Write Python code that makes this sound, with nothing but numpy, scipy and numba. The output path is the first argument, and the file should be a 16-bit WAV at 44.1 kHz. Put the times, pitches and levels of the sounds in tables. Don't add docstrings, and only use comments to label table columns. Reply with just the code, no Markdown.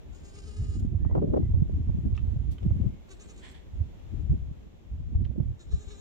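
import sys
import numpy as np
from scipy import signal
from scipy.fft import rfft, irfft
from scipy.io import wavfile
from scipy.ndimage import uniform_filter1d
from numba import njit

SR = 44100
rng = np.random.default_rng(int(sys.argv[2]) if len(sys.argv) > 2 else 0)


def wav_out(sig):
    wavfile.write(sys.argv[1], SR, np.round(np.clip(np.atleast_2d(sig).T, -1, 1) * 32767).astype(np.int16))


N = 264864
T = np.arange(N) / SR

# (time [s], pitch [Hz], level [dB], mouth opening [dB])
BLEAT_1 = [(.1, 340, -77, -12), (.15, 351, -58, -4), (.2, 372.4, -61.5, -3), (.25, 387, -58, -3.5),
           (.31, 376.7, -59, -1), (.345, 389.7, -58.5, 3), (.45, 385, -61.5, 4.5), (.49, 403.3, -59, 3.5),
           (.56, 410.5, -59, 3.5), (.615, 410, -55.5, 1), (.66, 410.2, -58, 2.5), (.77, 405.7, -56.5, 0),
           (0.801, 365, -60, -7), (.84, 340, -67, -1), (.885, 337, -85, -7.5)]
BLEAT_2 = [(3.068, 337.6, -81, 4), (3.11, 351.6, -65.5, 0), (3.161, 359.2, -68.5, -3),
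           (3.205, 382.6, -67.5, -1.5), (3.245, 386, -60.5, -9), (3.301, 381.2, -67.5, -1.5),
           (3.335, 379.8, -63, -6.5), (3.357, 354, -67, -2), (3.389, 367, -66, -4),
           (3.431, 370.7, -60, -5.5), (3.49, 382.5, -59.5, -2.5), (3.6, 348, -83, -11)]
BLEAT_3 = [(5.575, 329, -74, -4), (5.605, 327.2, -58, 1), (5.63, 317.5, -58.5, -2.5),
           (5.655, 303.2, -63, -5), (5.684, 359.7, -71, 2), (5.725, 385, -61.5, 5),
           (5.775, 396.6, -55, -2.5), (5.82, 382, -55, -4.5), (5.871, 377.8, -55, -5.5),
           (5.914, 387, -56.5, 3), (5.955, 396, -56, -2.5), (6.01, 389, -55.5, -5)]
# (frequency [Hz], gain [dB])
THROAT_1 = [(250, -14), (410, 8.5), (820, -12), (1230, 0.5), (1620, -3.5), (2060, -11), (2450, -8),
            (2880, -2), (3300, -6), (3700, -9), (4150, -5), (4550, -7.5), (5050, 1), (5750, -8.5),
            (6500, -11.5), (7500, -12.5), (8500, 0), (9400, -13.5), (10200, -58)]
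THROAT_2 = [(250, 21), (400, 12), (820, -7), (1260, 2.5), (1680, 5.5), (2100, -2.5), (2550, 4.5),
            (3200, -2), (3800, 3.5), (4200, 3), (4900, -6), (5900, -2.5), (7350, -4.5), (9100, -2),
            (10300, -27)]
THROAT_3 = [(250, 4), (410, 9.5), (820, -10.5), (1250, 0.5), (1650, -0.5), (2000, -11), (2350, -7),
            (3200, -9), (3800, 5.5), (4200, -3), (4600, -13), (5200, -3.5), (5900, -3), (7100, -15.5),
            (8100, -9.5), (9400, -17), (10200, -59)]
# (frequency [Hz], boost [dB])
NOSES = [(7020, 13), (7580, 6.5), (7196, 14)]
QUAVERS = [5.5, 14.5, 3]


def kid():
    contours = (BLEAT_1, BLEAT_2, BLEAT_3)
    throats = (THROAT_1, THROAT_2, THROAT_3)
    return sum(bleat(*call) for call in zip(contours, throats, NOSES, QUAVERS))


# (time [s], strength [0-1])
THROBS = [(0.159, 0.29), (.275, 0.47), (0.376, 0.58), (.473, 0.84), (0.576, 0.19), (0.62, 0.15),
          (0.711, 0.13), (0.766, 0.16), (3.114, 0.78), (3.217, 0.94), (3.306, 0.95), (3.39, .5),
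          (5.604, 0.6), (5.73, 0.98), (5.821, 1), (5.913, 0.98), (6.0, 0.79)]
THROB_HALF_S, THROB_RISE_HZ = .023, 42.15
PRESSED_DB, CLEAR_ROUGH, ROUGH_PER_DB = -56, .3, .065
PORT_LAG_S = .00018
GROUND_DB = -5


def bleat(contour, throat, nose, quaver_db, nose_width_hz=1000, widen_hz=1100, drop_hz=700,
          lead_s=0.0062, throat_pan_db=-1.0, nose_pan_db=6, wall_db=-15):
    hz, db, mouth_db = curves(contour)
    start, end = contour[0][0], contour[-1][0]
    push = sum(strength * bell(s, THROB_HALF_S) for s, strength in THROBS)
    hz = hz + THROB_RISE_HZ * push
    db = db + quaver_db * push
    rough = np.clip(CLEAR_ROUGH + ROUGH_PER_DB * np.maximum(PRESSED_DB - db, 0), 0, 1)
    voice = colour(larynx(hz, rough), throat) * undb(db) * (T > start) * (T < end)

    direct = np.array([np.interp(T - PORT_LAG_S, T, voice), voice])
    ground = undb(GROUND_DB) * scatter(voice, decay_s=0.013)
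    walls = undb(wall_db) * scatter(voice, decay_s=0.034)
    buzz = direct + ground + walls

    opening = np.interp(T + lead_s, T, push) * quaver_db / 10
    nose_hz, nose_db = nose
    centre = np.clip(nose_hz - drop_hz * opening, 20, SR / 3)
    width = nose_width_hz + widen_hz * opening
    whine = np.array([resonance(resonance(port, centre, width), centre, width) for port in buzz])
    mouth_sound = pan(throat_pan_db) * undb(mouth_db) * buzz
    nose_sound = pan(nose_pan_db) * undb(nose_db) * whine
    return mouth_sound + nose_sound


def larynx(hz, rough):
    jitter = .003 * walk(80) + .016 * rough * walk(400)
    phase = 2 * np.pi * np.cumsum(hz * (1 + jitter)) / SR
    folds = unit(sum(np.cos(k * phase) for k in np.arange(1, 29)))
    air = unit(rng.standard_normal(N) * (1 + np.cos(phase)))
    shimmer_db = 4 * rough * walk(200) + 1.5 * walk(70)
    return (folds + .8 * rough * air) * undb(shimmer_db) / np.sqrt(1 + rough ** 2 / 2)


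# (time [s], rise [s], decay [s], level [dB], left minus right [dB])
PUFFS = [(3.455, 0.027, 0.05, -50, -3), (3.553, 0.014, 0.046, -58, -3)]
# (frequency [Hz], level [dB])
PUFF_COLOUR = [(400, -28), (850, 6), (1050, 2.5), (1250, -10), (1800, 8.5), (2300, 4.5), (2700, -2),
               (3050, 4), (3420, 8), (3700, -3), (4200, -4), (4520, -5), (5100, -13), (9000, -14),
               (10500, -36)]


def snort():
    return bursts(PUFFS, PUFF_COLOUR, grain_db=1.0)


# (time [s], level [dB], pitch [ratio], left minus right [dB])
KNOCKS = [(2.1769, -37, 0.966, -3), (2.583, -46, 1.12, -14)]
# (frequency [Hz], level [dB], 60 dB decay [s])
KNOCK_MODES = [(1140, -13, 0.014), (1310, -5, 0.016), (1820, -8, 0.014), (2765, -3, 0.021),
               (2980, -9, 0.018), (3500, -24, 0.0071), (7100, -17.5, 0.0055)]
# (time [s], level [dB], pitch [ratio], left minus right [dB])
CRACKS = [(2.1665, -49, 1.8, 1), (2.1915, -54, 0.86, -5), (5.2454, -54, 1.3, -3), (5.2494, -44.5, 1.05, 1),
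          (5.2525, -44.5, 0.94, -1), (5.2577, -51, 0.92, -4)]
# (frequency [Hz], level [dB], 60 dB decay [s])
CRACK_MODES = [(620, -11, .008), (2080, -4, 0.0062), (3020, 1.5, 0.005), (3870, -9, 0.0052),
               (5000, -9, .003)]
# (time [s], rise [s], decay [s], level [dB], left minus right [dB])
SCUFFS = [(.365, 0.0058, 0.017, -62, 4), (2.15, .003, 0.038, -60, -4), (2.495, .004, 0.032, -66.5, -4),
          (2.632, 0.002, 0.0061, -58, -3), (5.88, 0.0093, .01, -66, 2), (5.915, 0.017, .022, -62.5, 1)]
# (frequency [Hz], level [dB])
SCUFF_COLOUR = [(500, -24), (950, -3.5), (1220, 9), (1520, -6.5), (1790, 0.5), (1980, -24), (2220, 14),
                (2420, -3), (2680, 6.5), (3000, 0), (3500, 8), (4300, -5), (7500, -15), (10000, -50)]
# (time [s], rise [s], decay [s], level [dB], left minus right [dB])
STALKS = [(.798, 0.00093, 0.006, -58.5, -22), (2.521, 0.0096, 0.02, -59.5, -.5),
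          (3.513, 0.0019, .0084, -60, -3)]
# (frequency [Hz], level [dB])
STALK_COLOUR = [(1000, -29), (3000, 10), (7000, 2), (9500, 0), (15000, -4)]


def hooves():
    knocks = clicks(KNOCKS, KNOCK_MODES, contact_s=.00022)
    cracks = clicks(CRACKS, CRACK_MODES, contact_s=0.00017)
    hard = knocks + cracks
    reflected = undb(-2) * scatter(hard.mean(axis=0), decay_s=0.013)
    scuffs = bursts(SCUFFS, SCUFF_COLOUR, grain_db=1.5)
    snaps = bursts(STALKS, STALK_COLOUR, grain_db=-1.0)
    return hard + reflected + scuffs + snaps


def clicks(table, modes, contact_s):
    out, t = np.zeros((2, N)), T[:SR // 20]
    onset = 1 - np.exp(-(t / contact_s) ** 2)
    for s, db, pitch, pan_db in table:
        ring = sum(undb(mode_db - 60 * t / t60) * np.sin(2 * np.pi * hz * pitch * t)
                   for hz, mode_db, t60 in modes)
        first = int(s * SR)
        out[:, first:first + len(t)] += undb(db) * pan(pan_db) * ring * onset
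    return out


def bursts(table, points, grain_db):
    swell = 0
    for s, rise, decay, db, pan_db in table:
        envelope = np.where(T < s, bell(s, rise), np.exp(-np.abs(T - s) / decay))
        swell = swell + undb(db) * pan(pan_db) * envelope
    grains = unit(noise(points, likeness=0.034) * undb(grain_db * walk(900)))
    return swell * grains


# (arrival [s], rise [s], hold [s], level [dB],
# small eddies against large [dB], left minus right [dB])
GUSTS = [(0.104, 0.036, .015, -40, -14, 3), (0.46, 0.08, 0.025, -38.5, -12, 6),
         (0.6, 0.036, 0.2, -29.5, -15, -3), (0.843, 0.022, 0.36, -29, -9, -4),
         (1.22, 0.029, 0.18, -33, 3.5, 1.5), (1.535, 0.11, 0.087, -24, -12, -1),
         (1.632, 0.028, 0.44, -28, -10.5, -1), (2.098, 0.046, 0.43, -29.5, -14.5, -7),
         (2.655, 0.041, 0.24, -28.5, -7.5, -0.5), (3.8, 0.042, 0.018, -27, -18.5, -3.5),
         (4.192, 0.072, 0.055, -28, -16, 10.5), (4.297, 0.014, 0.039, -21.5, -14.5, 3.5),
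         (4.436, 0.18, 0.079, -34, -20.5, 2), (4.92, 0.024, 0.27, -34, -19, 0.5),
         (5.122, 0.0088, 0.16, -26.5, -17.5, -7), (5.381, 0.018, 0.023, -30.5, 1.5, -7.5),
         (5.431, 0.051, 0.074, -28, -31, -3), (5.728, 0.03, 0.02, -30.5, -19, -1),
         (5.875, 0.0059, 0.0057, -37, -36, 28)]
# (frequency [Hz], level [dB])
LARGE_EDDIES = [(12, -15.5), (26, -9), (54, 4.5), (80, 4.5), (191, -16.5), (400, -58.5), (520, -47),
                (880, -120)]
# (frequency [Hz], level [dB])
SMALL_EDDIES = [(90, -4), (170, 13.5), (240, 8), (350, 1), (500, -22), (700, -23.5), (1200, -50.5),
                (2500, -62.5), (6000, -65.5)]
BREEZE_DB, BREEZE_SMALL_DB = -53, -58


def wind(flutter_db=4, buffets_per_s=10, buffet_db=3, sway_db=3.0):
    large, small = undb(BREEZE_DB) ** 2, undb(BREEZE_SMALL_DB) ** 2
    for s, rise, hold, db, fine_db, side_db in GUSTS:
        power = (gust(s, rise, hold) * undb(db) * pan(side_db)) ** 2
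        large = large + power
        small = small + power * undb(fine_db) ** 2
    rumble = eddies(LARGE_EDDIES, evenness=0.4, span_s=0.038, likeness=0.26) * np.sqrt(large)
    fine = eddies(SMALL_EDDIES, evenness=0.89, span_s=0.054, likeness=-0.15)
    flutter = unit(fine * undb(flutter_db * walk(70))) * np.sqrt(small)
    shedding = 2 * np.pi * np.cumsum(buffets_per_s * (1 + 0.4232 * walk(13))) / SR
    buffets = unit(undb(buffet_db * np.sin(shedding)))
    return (rumble + flutter) * buffets * pan(sway_db * walk(18))


def gust(s, rise, hold, fall_s=0.032):
    return np.exp(-np.maximum(s - T, 0) / rise - np.maximum(T - s - hold, 0) / fall_s)


def eddies(points, evenness, span_s, likeness):
    x = noise(points, likeness)
    strength = uniform_filter1d(x ** 2, max(int(span_s * SR), 2), axis=1) + 1e-6
    return unit(x / strength ** (np.clip(evenness, 0, 1) / 2))


# (time [s], half length [s], rush [dB], crackle [dB])
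TEARS = [(1.053, 0.0045, -48, -43), (1.099, .004, -42, -52), (1.119, 0.017, -46, -44.5),
         (1.156, 0.0061, -25, -39), (1.175, 0.02, -28, -39.5), (1.224, 0.0059, -24.5, -44),
         (1.242, 0.012, -24, -65), (1.279, 0.017, -36, -68), (1.316, 0.021, -36.5, -73),
         (1.343, 0.0087, -21, -39), (1.369, 0.01, -25, -38.5), (1.376, 0.0053, -28.5, -43),
         (1.393, 0.0077, -40.5, -58), (1.431, 0.0034, -36, -51.5), (1.551, 0.0083, -48, -54.5),
         (1.698, 0.0025, -32.5, -60), (1.897, .005, -46, -52), (2.63, 0.0042, -42, -65),
         (2.712, 0.0033, -53, -44.5), (2.852, 0.017, -42.5, -72), (5.267, 0.0053, -50, -55),
         (5.314, 0.0028, -43.5, -60), (5.361, 0.0034, -39.5, -67), (5.402, 0.0061, -38.5, -63)]
# (frequency [Hz], level [dB])
TEAR_COLOUR = [(120, -9), (250, 6.5), (410, 6), (620, -3.5), (800, -25), (1200, -36), (2500, -57)]
# (frequency [Hz], level [dB])
CRACKLE_COLOUR = [(480, 5.5), (720, 5.5), (1100, -1), (1500, -17.5), (2200, -28), (3500, -39.5),
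                  (8000, -46.5)]


def tearing(grain_db=4):
    rush = sum(bell(s, half) * undb(db) for s, half, db, _ in TEARS)
    grit = sum(bell(s, half) * undb(db) for s, half, _, db in TEARS)
    body = eddies(TEAR_COLOUR, evenness=0.92, span_s=0.0099, likeness=-0.53)
    fine = eddies(CRACKLE_COLOUR, evenness=1.0, span_s=0.021, likeness=-0.48)
    crackle = unit(fine * undb(grain_db * walk(600)))
    return rush * body + grit * crackle


# (time [s], relative level [dB], pitch [Hz], left minus right [dB])
THUMPS = [(0.831, -18, 82, 10), (0.85, -19, 206, 3), (0.955, -12.5, 79.6, -16), (1.031, -18.5, 70.4, 8),
          (1.065, -14, 89, -12), (1.124, -15, 69.4, -0.5), (1.153, -21.5, 533, -13), (1.179, -23, 577, 10),
          (1.18, -12, 128, 8), (1.245, -15.5, 192, 14), (1.306, -18.5, 86, -6.5), (1.366, -21, 480, 1),
          (1.379, -21, 496, 17), (1.435, -15, 98.5, 14), (1.511, -17, 78.5, 5), (1.546, -8.5, 84, -11),
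          (1.575, -14, 69.4, -6), (1.624, -11, 140, -14), (1.765, -17.5, 74.5, 8), (1.895, -15, 109, -8),
          (1.948, -20.5, 172, 0), (1.989, -18, 153, 6), (2.131, -15, 78.8, -0.5), (2.283, -17.5, 76, 0),
          (2.367, -15.5, 107, 0), (2.494, -19.5, 83, -4.5), (2.664, -13, 157, -11),
          (2.681, -16.5, 86.4, -7), (2.714, -12, 87.5, -27), (2.763, -20, 132, 1), (2.802, -20.5, 190, 8),
          (2.818, -11, 88, 16), (2.866, -13.5, 123, 10.5), (3.812, -18, 76.6, -37),
          (4.178, -28, 76.5, 13.5), (4.302, -13.5, 114, 11.5), (4.328, -14.5, 67.6, 0),
          (5.158, -11, 72, 10), (5.406, -12.5, 121, -25), (5.74, -13.5, 58.4, 8)]


def thumps(gain_db=-2, rise_cycles=0.45, fall_cycles=1.0, breakup_db=-29, breakup_s=0.0039,
           lead_cycles=0.8, crackle_db=-16):
    out = np.zeros((2, N))
    flutter = eddies(TEAR_COLOUR, evenness=0.89, span_s=0.01, likeness=-0.91)
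    flutter = flutter + undb(crackle_db) * noise(CRACKLE_COLOUR)
    start_turns = rng.random((len(THUMPS), 2, 1))
    for (s, db, hz, pan_db), turns in zip(THUMPS, start_turns):
        near = slice(max(int(s * SR) - SR // 12, 0), int(s * SR) + SR // 12)
        t = T[near] - s
        envelope = np.exp(-(t * hz / np.where(t < 0, rise_cycles, fall_cycles)) ** 2)
        swing = undb(gain_db) * envelope * np.sin(2 * np.pi * (t * hz + turns))
        age = np.maximum(t + lead_cycles / hz, 0) * 2 / breakup_s
        breakup = undb(breakup_db) * age * np.exp(1 - age) * flutter[:, near]
        out[:, near] += undb(db) * (pan(pan_db) * swing + breakup)
    return out


# (time [s], length [s], start pitch [Hz], middle pitch [Hz],
# end pitch [Hz], level [dB], waver [share of the pitch])
WHISTLES = [(0.995, .19, 1700, 1925, 2040, -71.5, 0.038), (1.414, 0.077, 1965, 2030, 1970, -72, .007),
            (2.66, .46, 2150, 2175, 2140, -78, 0.0244)]


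def bird(pan_db=-4):
    out = np.zeros(N)
    for s, length, first_hz, middle_hz, last_hz, db, waver in WHISTLES:
        along = np.clip((T - s) / length, 0, 1)
        glide = np.polyfit([0, .5, 1], [first_hz, middle_hz, last_hz], 2)
        hz = np.polyval(glide, along) * (1 + waver * walk(350))
        envelope = np.sqrt(np.abs(np.sin(np.pi * along)))
        out += undb(db) * np.sqrt(2) * envelope * np.sin(2 * np.pi * np.cumsum(hz) / SR)
    return out * pan(pan_db)


# (frequency [Hz], level [dB])
YARD_COLOUR = [(30, 4.5), (65, 8.5), (120, -15), (220, -7.5), (400, -11), (700, -18.5), (1100, -25.5),
               (1500, -29.5), (2000, -28.5), (3500, -30.5), (4600, -39.5), (7300, -37.5), (8400, -51),
               (15500, -45.5)]
# (time [s], level [dB])
YARD_LEVEL = [(0, -42.5), (1, -48.5), (2.5, -48), (3.6, -49.5), (4.7, -50.5), (6, -50.5)]


def yard(swell_db=2.02, flicker_db=.5):
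    db, = curves(YARD_LEVEL)
    hush = noise(YARD_COLOUR, likeness=-0.16)
    level_db = db + swell_db * walk(0.95) + flicker_db * walk(16)
    return hush * undb(level_db)


def scatter(x, decay_s):
    t = T[:SR // 4]
    echoes = rng.standard_normal((2, len(t))) * np.exp(-t / decay_s)
    echoes = echoes / np.sqrt(np.sum(echoes ** 2) / 2)
    return signal.fftconvolve(x[None], echoes, axes=1)[:, :N]


@njit
def resonance(x, hz, width):
    y, band, low = np.empty(len(x)), 0., 0.
    for i in range(len(x)):
        g, k = np.tan(np.pi * hz[i] / SR), width[i] / hz[i]
        v = (band + g * (x[i] - low)) / (1 + g * (g + k))
        band = 2 * v - band
        low = low + 2 * g * v
        y[i] = k * v
    return y


def colour(x, points):
    hz, db = np.transpose(points)
    f = np.maximum(np.arange(N // 2 + 1) * SR / N, 1)
    octaves_outside = np.abs(np.log2(f / np.clip(f, hz[0], hz[-1])))
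    gain_db = np.interp(np.log(f), np.log(hz), db) - 18 * octaves_outside
    return irfft(rfft(x) * undb(gain_db), N)


def noise(points, likeness=0):
    mid, side = colour(rng.standard_normal((2, N)), points)
    c = np.clip(likeness, -1, 1)
    return unit(np.sqrt(1 + c) * mid + np.sqrt(1 - c) * side * np.array([[1], [-1]]))


def walk(rate):
    return unit(np.interp(T * rate, np.arange(N // 8), rng.standard_normal(N // 8)))


def bell(s, half):
    return np.exp(-np.minimum(((T - s) / half) ** 2, 50))


def curves(table):
    s, *columns = np.transpose(table)
    return [np.interp(T, s, c) for c in columns]


def pan(db):
    gains = undb(np.array([[.5], [-.5]]) * db)
    return gains / np.sqrt(np.mean(gains ** 2, axis=0))


def undb(db):
    return 10 ** (np.asarray(db) / 20)


def unit(x):
    return x / np.sqrt(np.mean(x ** 2) + 1e-20)


def scene():
    animal = kid() + snort() + hooves()
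    air = wind() + tearing() + thumps()
    return animal + air + bird() + yard()


def record(dry):
    cut_hz = 15500
    return signal.sosfilt(signal.ellip(8, .2, 70, cut_hz, fs=SR, output="sos"), dry)


dry = scene()
out = record(dry)
wav_out(out)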